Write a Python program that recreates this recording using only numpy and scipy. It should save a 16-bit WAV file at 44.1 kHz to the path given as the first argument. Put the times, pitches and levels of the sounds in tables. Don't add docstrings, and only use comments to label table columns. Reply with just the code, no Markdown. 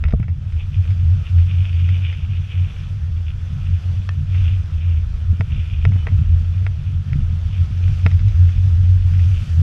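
import sys
import numpy as np
from scipy import signal
from scipy.fft import rfft, irfft, next_fast_len
from scipy.io import wavfile
from scipy.ndimage import uniform_filter1d, map_coordinates

SR = 44100
rng = np.random.default_rng(int(sys.argv[2]) if len(sys.argv) > 2 else 0)


def master(y):
    cut = np.clip(np.atleast_2d(y).T, -1, 1)
    pcm = np.round(cut * 32767)
    wavfile.write(sys.argv[1], SR, pcm.astype(np.int16))


def to_linear_factor(level_db):
    exponent = np.asarray(level_db, float) / 20
    return 10 ** exponent


N = 424241

# t/s, length/s, start f/Hz, end f/Hz, level/dB
BIRD_CHIRPS = [
    (1.36, .06, 4200, 4400, -63),
    (1.715, .055, 4520, 4680, -61),
    (5.965, .095, 3030, 2970, -52),
]
# t/s, length/s, start f/Hz, end f/Hz, level/dB
RUBBER_SQUEAKS = [
    (7.16, .05, 1330, 1300, -59),
    (7.205, .07, 1290, 1330, -57),
    (7.6, .08, 1320, 1300, -56),
    (7.53, .03, 3050, 3080, -57),
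]
# t/s, level/dB
WETNESS = [(0, -67.5), (.25, -71.5), (.55, -66), (.85, -61.5), (1.26, -60.5), (1.65, -61.5), (2.0, -61),
           (2.38, -63.5), (2.76, -61), (3.1, -64.5), (3.86, -61.5), (4.18, -64), (4.42, -59), (4.65, -62.5),
           (5.25, -63.5), (6.1, -62), (6.99, -63.5), (7.5, -60.5)]
# middle t/s, level/dB, half length/s, brightness/dB
HISS_SWELLS = [
    (7.978, -61, 0.18, -1.5),
    (8.598, -62.5, 0.42, -0.5),
    (9.429, -57.5, .25, 2.5),
]
# f/Hz, density/dB per Hz
ROAR_SPECTRUM = [(150, -35), (260, -7), (372, -8.5), (410, -8), (472, -8), (606, -10), (753, -11.5),
                 (906, -13), (1050, -12.5), (1200, -11), (1270, -7), (1650, -10.5), (2430, -15),
                 (3480, -12), (4520, -39.5), (7660, -120)]
# f/Hz, density/dB per Hz
SPRAY_SPECTRUM = [(2800, -36), (3700, -4), (4100, -4), (4600, -3.5), (5300, -3.5), (6200, -5), (6900, -15),
                  (8500, -27), (11000, -37.5)]
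# f/Hz, density/dB per Hz
MIST_SPECTRUM = [(5500, -29.5), (7000, 5.5), (9000, 0), (11000, -2), (14000, -9), (15000, -19.5),
                 (16500, -38)]
# f/Hz, width/Hz, level/dB
CLAMP_MODES = [(2432, 280, 3.5), (2920, 520, 0.5), (3540, 370, -3.5), (1340, 940, -13)]
# t/s, level/dB
CREAKS = [(0.058, -52), (0.23, -68.11), (0.61, -45.5), (0.75, -47.5), (0.85, -52.5), (1.27, -43.5),
          (1.4, -47.5), (1.5, -46.5), (2.53, -44), (3.19, -55), (3.299, -50), (3.75, -54), (6.79, -51.5),
          (6.88, -51), (7.54, -49.6), (8.08, -54), (9.13, -49), (9.22, -47.65), (9.36, -45)]
# middle t/s, level/dB, half length/s
RUBBING = [(1.08, -57.5, 0.34), (1.64, -45.19, 0.12), (2.02, -40, 0.14), (2.37, -47, 0.07),
           (2.7, -46.35, 0.11), (3.82, -55.5, 0.27), (4.45, -42.5, 0.071), (4.87, -49, 0.095),
           (5.59, -44, 0.07), (5.76, -46.5, 0.08), (6.02, -55, 0.36), (7.93, -52, 0.21), (8.52, -54, 0.12),
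           (9.34, -53, 0.25)]
# t/s, level/dB
STONE_HIT = (4.0905, -25.5)
# f/Hz, level/dB, t60/s
BRACKET_MODES = [(705, -13, 0.012), (1198, 0.5, 0.01), (1790, -14, 0.15), (1740, -1.5, .015),
                 (2620, -7, 0.026), (3230, -10, 0.022), (4297, -9, 0.0072), (5620, -9.5, 0.008)]
# t/s, level/dB
COARSENESS = [(0, -25.5), (.42, -28), (.9, -24), (1.8, -27.5), (2.7, -30), (3.6, -28.5), (4.2, -23.5),
              (5.2, -25), (6.3, -21.5), (6.9, -25.5), (7.7, -24), (8.5, -19), (9.62, -24)]
# t/s, heave level/dB, drone level/dB
POTHOLES = [(.06, -13, -28), (.15, -15.5, -30), (2.3, -35, -29), (3.7, -33, -31), (4.3, -25, -34),
            (5.3, -22, -31.5), (5.54, -18, -23.5), (5.88, -21, -21), (6.2, -26, -24.5), (6.38, -19.5, -30),
            (7.17, -16.5, -18.5), (7.45, -24.5, -35), (7.9, -22, -27), (8.82, -21, -24), (9.45, -29, -30.5)]
# f/Hz, density/dB per Hz
HEAVE_SPECTRUM = [(12, -50), (20, -19.5), (30, -8.5), (46, -5.5), (58, -9.5), (68, -4), (85, -23),
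                  (150, -100)]
# f/Hz, density/dB per Hz
DRONE_SPECTRUM = [(55, -35), (72, -5.5), (100, 2.5), (118, -7), (140, -0.5), (156, -9), (168, -15),
                  (205, -18), (235, -28), (300, -41.5), (400, -55.5)]
# f/Hz, level/dB, t60/s
SHELL_DULL = [(455, -8, .045), (650, -7, .028), (930, -13, .02)]
SHELL_MIDDLE = [(1360, -7, .022), (1950, -2, .011), (2190, -4, .016), (2580, -9, .026)]
SHELL_BRIGHT = [(3150, -20, 0.022), (3680, -13.5, 0.013), (5120, -16, 0.012), (6300, -23.5, 0.0067),
                (8500, -38.5, .003)]
# t/s, peak level/dB, dull part/dB, bright part/dB, rattle/dB
HARD_SNAPS = [
    (0.0387, -16, -7, -2, -17),
    (0.1237, -25, 2, -2, -14),
    (1.8895, -23.5, -14, 3, -20),
    (5.4081, -13, 2.5, -3.5, -18),
    (5.8515, -9.5, -0.5, -2, -21),
    (6.069, -16, 4.5, -3, -8),
    (6.6652, -16, -5, -5, -17),
    (7.131, -21.5, -8, -1.5, -16),
    (8.0628, -7.5, 0, -1.5, -18),
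]
# t/s, peak level/dB, dull part/dB, bright part/dB
LIGHT_TAPS = [(0.083, -28.5, 4, 3.5), (0.1064, -31.5, -6, 6), (0.1996, -34, 4, -7), (0.2286, -31.5, -2, -5),
              (0.2816, -31.5, 3, -2), (0.5226, -35, -9, 6), (0.853, -32, -1, 0), (0.9043, -33, -6, 7.5),
              (1.384, -33, -4, 2.5), (2.126, -29.5, -8, 4), (4.347, -30.5, -6, 2), (5.9192, -29.5, 5, -4),
              (5.959, -32.5, 13, 3), (7.8794, -30, -9, -1), (8.1129, -28, -4, 8), (8.1923, -29.5, -8, 5),
              (8.2818, -32, -11, 17), (6.084, -28, -1, -6), (0.0514, -27.5, -3, -6), (8.4898, -30.5, -1, 4),
              (9.1356, -32, -14, 4), (9.1935, -31.5, -13, 0)]
# t/s, peak level/dB, f/Hz, t60/s, knock/dB
JOLTS = [(0.031, -22.5, 116, 0.07, -20), (0.134, -5.5, 146, 0.075, -6), (0.197, -10.5, 114, 0.21, -26),
         (0.284, -23, 116, 0.061, -28), (5.329, -15, 116, 0.099, -30), (5.397, -11.5, 123, 0.16, -31),
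         (5.549, -37, 134, 0.087, -36), (5.846, -13.5, 115, 0.11, -24), (5.902, -18, 134, 0.12, -24),
         (5.957, -13, 119.5, 0.13, -38), (6.06, -26, 118, 0.07, -14), (6.12, -17, 115.5, 0.057, -26),
         (6.188, -20, 116, 0.085, -45), (6.9, -22.5, 115.4, 0.037, -29), (7.155, -14, 137.6, 0.2, -45),
         (7.706, -17, 116, 0.11, -41), (8.056, -6.5, 115, 0.1, -40)]
# t/s, f/Hz
MOUNT_RESONANCE = [(0.0, 79.5), (0.83, 88.33), (2.95, 89.38), (3.32, 82.8), (3.43, 88.6), (4.23, 91.53),
                   (5.12, 80.2), (5.22, 87.13), (5.81, 84.4), (5.92, 90.36), (6.21, 84.6), (6.88, 92.47),
                   (7.18, 81.4), (7.66, 90.1), (9.54, 89.52), (9.62, 87.1)]
# t/s, level/dB
STONE_KICKS = [(0.01, -28), (0.071, -17.5), (0.32, -17), (0.56, -16.5), (0.801, -11.5), (0.91, -11),
               (3.75, -11), (4.11, -17.5), (4.2, -21.5), (4.75, -17), (5.22, -23), (5.32, -10),
               (5.41, -12.5), (6.13, -11.5), (6.21, -14), (6.87, -20.95), (6.97, -14), (7.15, -31),
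               (7.61, -13), (8.06, -10.5), (8.15, -8), (8.27, -10.5), (8.81, -10.42)]
# middle t/s, level/dB, half length/s
ROAD_RIPPLES = [(0.16, -19.66, 0.06), (1.1, -10.5, 0.07), (1.4, -8, 0.056), (1.57, -12.5, 0.049),
                (1.89, -13.5, 0.15), (2.33, -20, 0.091), (2.6, -16, 0.049), (3.11, -21, 0.19),
                (3.55, -23, 0.11), (3.94, -19.5, 0.09), (4.46, -14.5, 0.15), (4.94, -13, 0.073),
                (5.59, -19, 0.11), (5.92, -15.5, 0.12), (6.32, -11, 0.037), (6.53, -17.5, 0.23),
                (7.32, -18.5, 0.2), (7.87, -12, 0.099), (8.43, -9, 0.065), (8.66, -9.5, 0.072),
                (8.89, -10.5, 0.068), (9.18, -12, 0.16), (9.6, -13, 0.074)]


def unit(x):
    return x / np.sqrt(np.mean(x ** 2) + 1e-20)


def along(points, hz):
    f, v = np.transpose(points)
    return np.interp(np.log(hz + 1), np.log(f + 1), v, left=-120, right=-120)


def curves(rows):
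    s, *cols = np.transpose(rows)
    return [np.interp(np.arange(N) / SR, s, c) for c in cols]


def wobble(knots_per_s):
    knots = rng.standard_normal(int(N * knots_per_s / SR) + 4)
    return map_coordinates(knots, [np.arange(N) * knots_per_s / SR])


def swells(rows, floor_db):
    power = to_linear_factor(2 * floor_db) * np.ones(N)
    for s, db, half_s in rows:
        start = max(round((s - 4 * half_s) * SR), 0)
        end = min(round((s + 4 * half_s) * SR), N)
        near = np.arange(start, end)
        power[near] += to_linear_factor(2 * db) * np.exp(-((near / SR - s) / half_s) ** 2)
    return 10 * np.log10(power)


def filtered(x, response):
    m = next_fast_len(N + SR // 2)
    return irfft(rfft(x, m) * response(np.fft.rfftfreq(m, 1 / SR)), m)[..., :N]


def shaped(x, spectrum):
    return unit(filtered(x, lambda hz: to_linear_factor(along(spectrum, hz))))


def rush(spectrum, patchy_db):
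    z = signal.stft(rng.standard_normal(N), nperseg=512)[2]
    field = uniform_filter1d(rng.standard_normal(z.shape), size=6, axis=0)
    field = uniform_filter1d(field, size=8, axis=1)
    noise = signal.istft(z * to_linear_factor(patchy_db * unit(field)), nperseg=512)[1][:N]
    return shaped(noise, spectrum)


def ticks(per_second, spread_db):
    chance, size, sign = rng.random((3, N))
    height = to_linear_factor(-spread_db * np.log(size + 1e-3))
    return (chance < per_second / SR) * height * np.sign(sign - .5)


def ringing(modes, t, rise_s):
    scatter_db = .8 * rng.standard_normal(len(modes))
    after = np.maximum(t, 0)
    ring = 0
    for (hz, db, t60_s), chance_db in zip(modes, scatter_db):
        ring = ring + to_linear_factor(db + chance_db - 60 * after / t60_s) * np.cos(2 * np.pi * hz * t)
    return ring * np.exp(-.5 * (np.minimum(t, 0) / rise_s) ** 2)


def glides(rows):
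    out = np.zeros(N)
    for s, length_s, start_hz, end_hz, db in rows:
        u = np.linspace(0, 1, round(length_s * SR))
        hz = start_hz + (end_hz - start_hz) * np.sqrt(u)
        phase = 2 * np.pi * np.cumsum(hz) / SR
        out[round(s * SR):][:len(u)] += to_linear_factor(db + 4) * np.sin(np.pi * u) * np.sin(phase)
    return out


def bird():
    return glides(BIRD_CHIRPS)


def squeaks():
    return glides(RUBBER_SQUEAKS)


def air():
    wet_db, = curves(WETNESS)
    mean_db = wet_db.mean()
    swing_db = wet_db - mean_db
    roar_floor_db = mean_db + 11.5 + 0.82 * swing_db
    mist_floor_db = mean_db - 8.5 + 0.8 * swing_db
    spray_db = swells([(s, db, half_s) for s, db, half_s, _ in HISS_SWELLS], wet_db)
    roar_db = swells([(s, db + 4.5 - bright_db, half_s) for s, db, half_s, bright_db in HISS_SWELLS], roar_floor_db)
    mist_db = swells([(s, db - 8.5 + bright_db, half_s) for s, db, half_s, bright_db in HISS_SWELLS], mist_floor_db)
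    gust = wobble(12)
    drops = ticks(900, spread_db=2.2)
    roar = rush(ROAR_SPECTRUM, patchy_db=1.5)
    spray = rush(SPRAY_SPECTRUM, patchy_db=1.5) + 0.62 * shaped(drops, SPRAY_SPECTRUM)
    mist = rush(MIST_SPECTRUM, patchy_db=1.4) + 0.1 * shaped(drops, MIST_SPECTRUM)
    out = to_linear_factor(roar_db + 0.58 * gust) * roar
    out += to_linear_factor(spray_db + 0.63 + 0.56 * gust) * spray
    out += to_linear_factor(mist_db + 0.65 * gust + 0.96 * wobble(30)) * mist
    return out


def clamp_response(hz):
    total = 0
    for k, (centre_hz, width_hz, db) in enumerate(CLAMP_MODES):
        loss = 1j * hz * width_hz
        total = total + (-1) ** k * to_linear_factor(db) * loss / (centre_hz * centre_hz - hz * hz + loss)
    return total / (1 + (hz / 3900) ** 12) / (1 + (1100 / (hz + 1)) ** 4)


def creak():
    creak_half_s, rub_over_spray_db = .025, 3.5
    rows = [(s, db, creak_half_s) for s, db in CREAKS] + list(RUBBING)
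    db = swells(rows, curves(WETNESS)[0] + rub_over_spray_db)
    slips = ticks(1600, spread_db=3.0) * to_linear_factor(1.2 * wobble(60) + 1.5 * wobble(14))
    return to_linear_factor(db + 0.77) * unit(filtered(slips, clamp_response))


def pebble():
    out, t = np.zeros(N), np.arange(SR // 4) / SR - .001
    s, db = STONE_HIT
    out[round(s * SR):][:len(t)] = to_linear_factor(db) * ringing(BRACKET_MODES, t, rise_s=.0002)
    return out


def road():
    lurch_half_s = 0.044
    coarse_db, = curves(COARSENESS)
    drone_floor_db = -31.5 + .35 * (coarse_db - coarse_db.mean())
    heave_db = swells([(s, db, lurch_half_s) for s, db, _ in POTHOLES], coarse_db - 0.5)
    drone_db = swells([(s, db, lurch_half_s) for s, _, db in POTHOLES], drone_floor_db)
    heave = to_linear_factor(heave_db - 2.0 + 2.0 * wobble(6)) * rush(HEAVE_SPECTRUM, patchy_db=0.1)
    drone = to_linear_factor(drone_db + 4.5 + 0.63 * wobble(9)) * rush(DRONE_SPECTRUM, patchy_db=2.5)
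    return heave + drone


def snaps():
    out, t = np.zeros(N + SR), np.arange(SR // 8) / SR - .0012
    rows = [(*row, 0.043) for row in HARD_SNAPS]
    rows += [(*row, -8, 0.1) for row in LIGHT_TAPS]
    for s, db, dull_db, bright_db, rattle_db, rattle_t60_s in rows:
        ring = ringing(SHELL_MIDDLE, t, rise_s=0.00038)
        ring += to_linear_factor(dull_db) * ringing(SHELL_DULL, t, rise_s=0.00012)
        ring += to_linear_factor(bright_db) * ringing(SHELL_BRIGHT, t, rise_s=0.00016)
        ring /= np.abs(ring).max()
        chatter = rng.standard_normal(len(t)) * to_linear_factor(-60 * t / rattle_t60_s)
        rattle = signal.fftconvolve(chatter, ring[:130])[:len(t)]
        rattle /= np.abs(rattle).max()
        out[round(s * SR):][:len(t)] += to_linear_factor(db + 1.8) * (ring + to_linear_factor(rattle_db) * rattle)
    return filtered(out[:N], lambda hz: 1 / (1 + (hz / 9000) ** 6))


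def bumps():
    out, t = np.zeros(N + SR), np.arange(SR // 4) / SR - .004
    knock_modes = list(SHELL_DULL[:2]) + [(1210, -16.5, 0.011)]
    for s, db, hz, t60_s, knock_db in JOLTS:
        jolt = ringing([(hz, 0, t60_s), (1.4 * hz, -7, t60_s)], t, rise_s=0.0017)
        knock = to_linear_factor(knock_db) * ringing(knock_modes, t, rise_s=0.0013)
        out[round(s * SR):][:len(t)] += to_linear_factor(db - 4.0) * (jolt + knock)
    return out[:N]


def mount():
    kick_half_s, smooth_road_db = .025, -31.5
    hz, = curves(MOUNT_RESONANCE)
    rows = [(s, db, kick_half_s) for s, db in STONE_KICKS] + list(ROAD_RIPPLES)
    db = swells(rows, smooth_road_db)
    phase = 2 * np.pi * np.cumsum(hz) / SR + 1.05 * wobble(18)
    swing = unit((1 + 0.19 * wobble(16)) * np.sin(phase))
    return to_linear_factor(db + 0.08) * swing


def scene():
    background = bird() + squeaks() + air()
    fittings = creak() + pebble() + snaps()
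    ride = road() + bumps() + mount()
    return (background + fittings + ride)[None]


def low_pass(x):
    return signal.sosfilt(signal.butter(12, 15650, fs=SR, output="sos"), x)


def record(dry):
    faded = dry * np.clip((N - np.arange(N)) / 120, 0, 1)
    mix = faded / (1 + np.abs(faded / 1.07) ** 6) ** (1 / 6)
    return low_pass(mix)


dry = scene()
out = record(dry)
master(out)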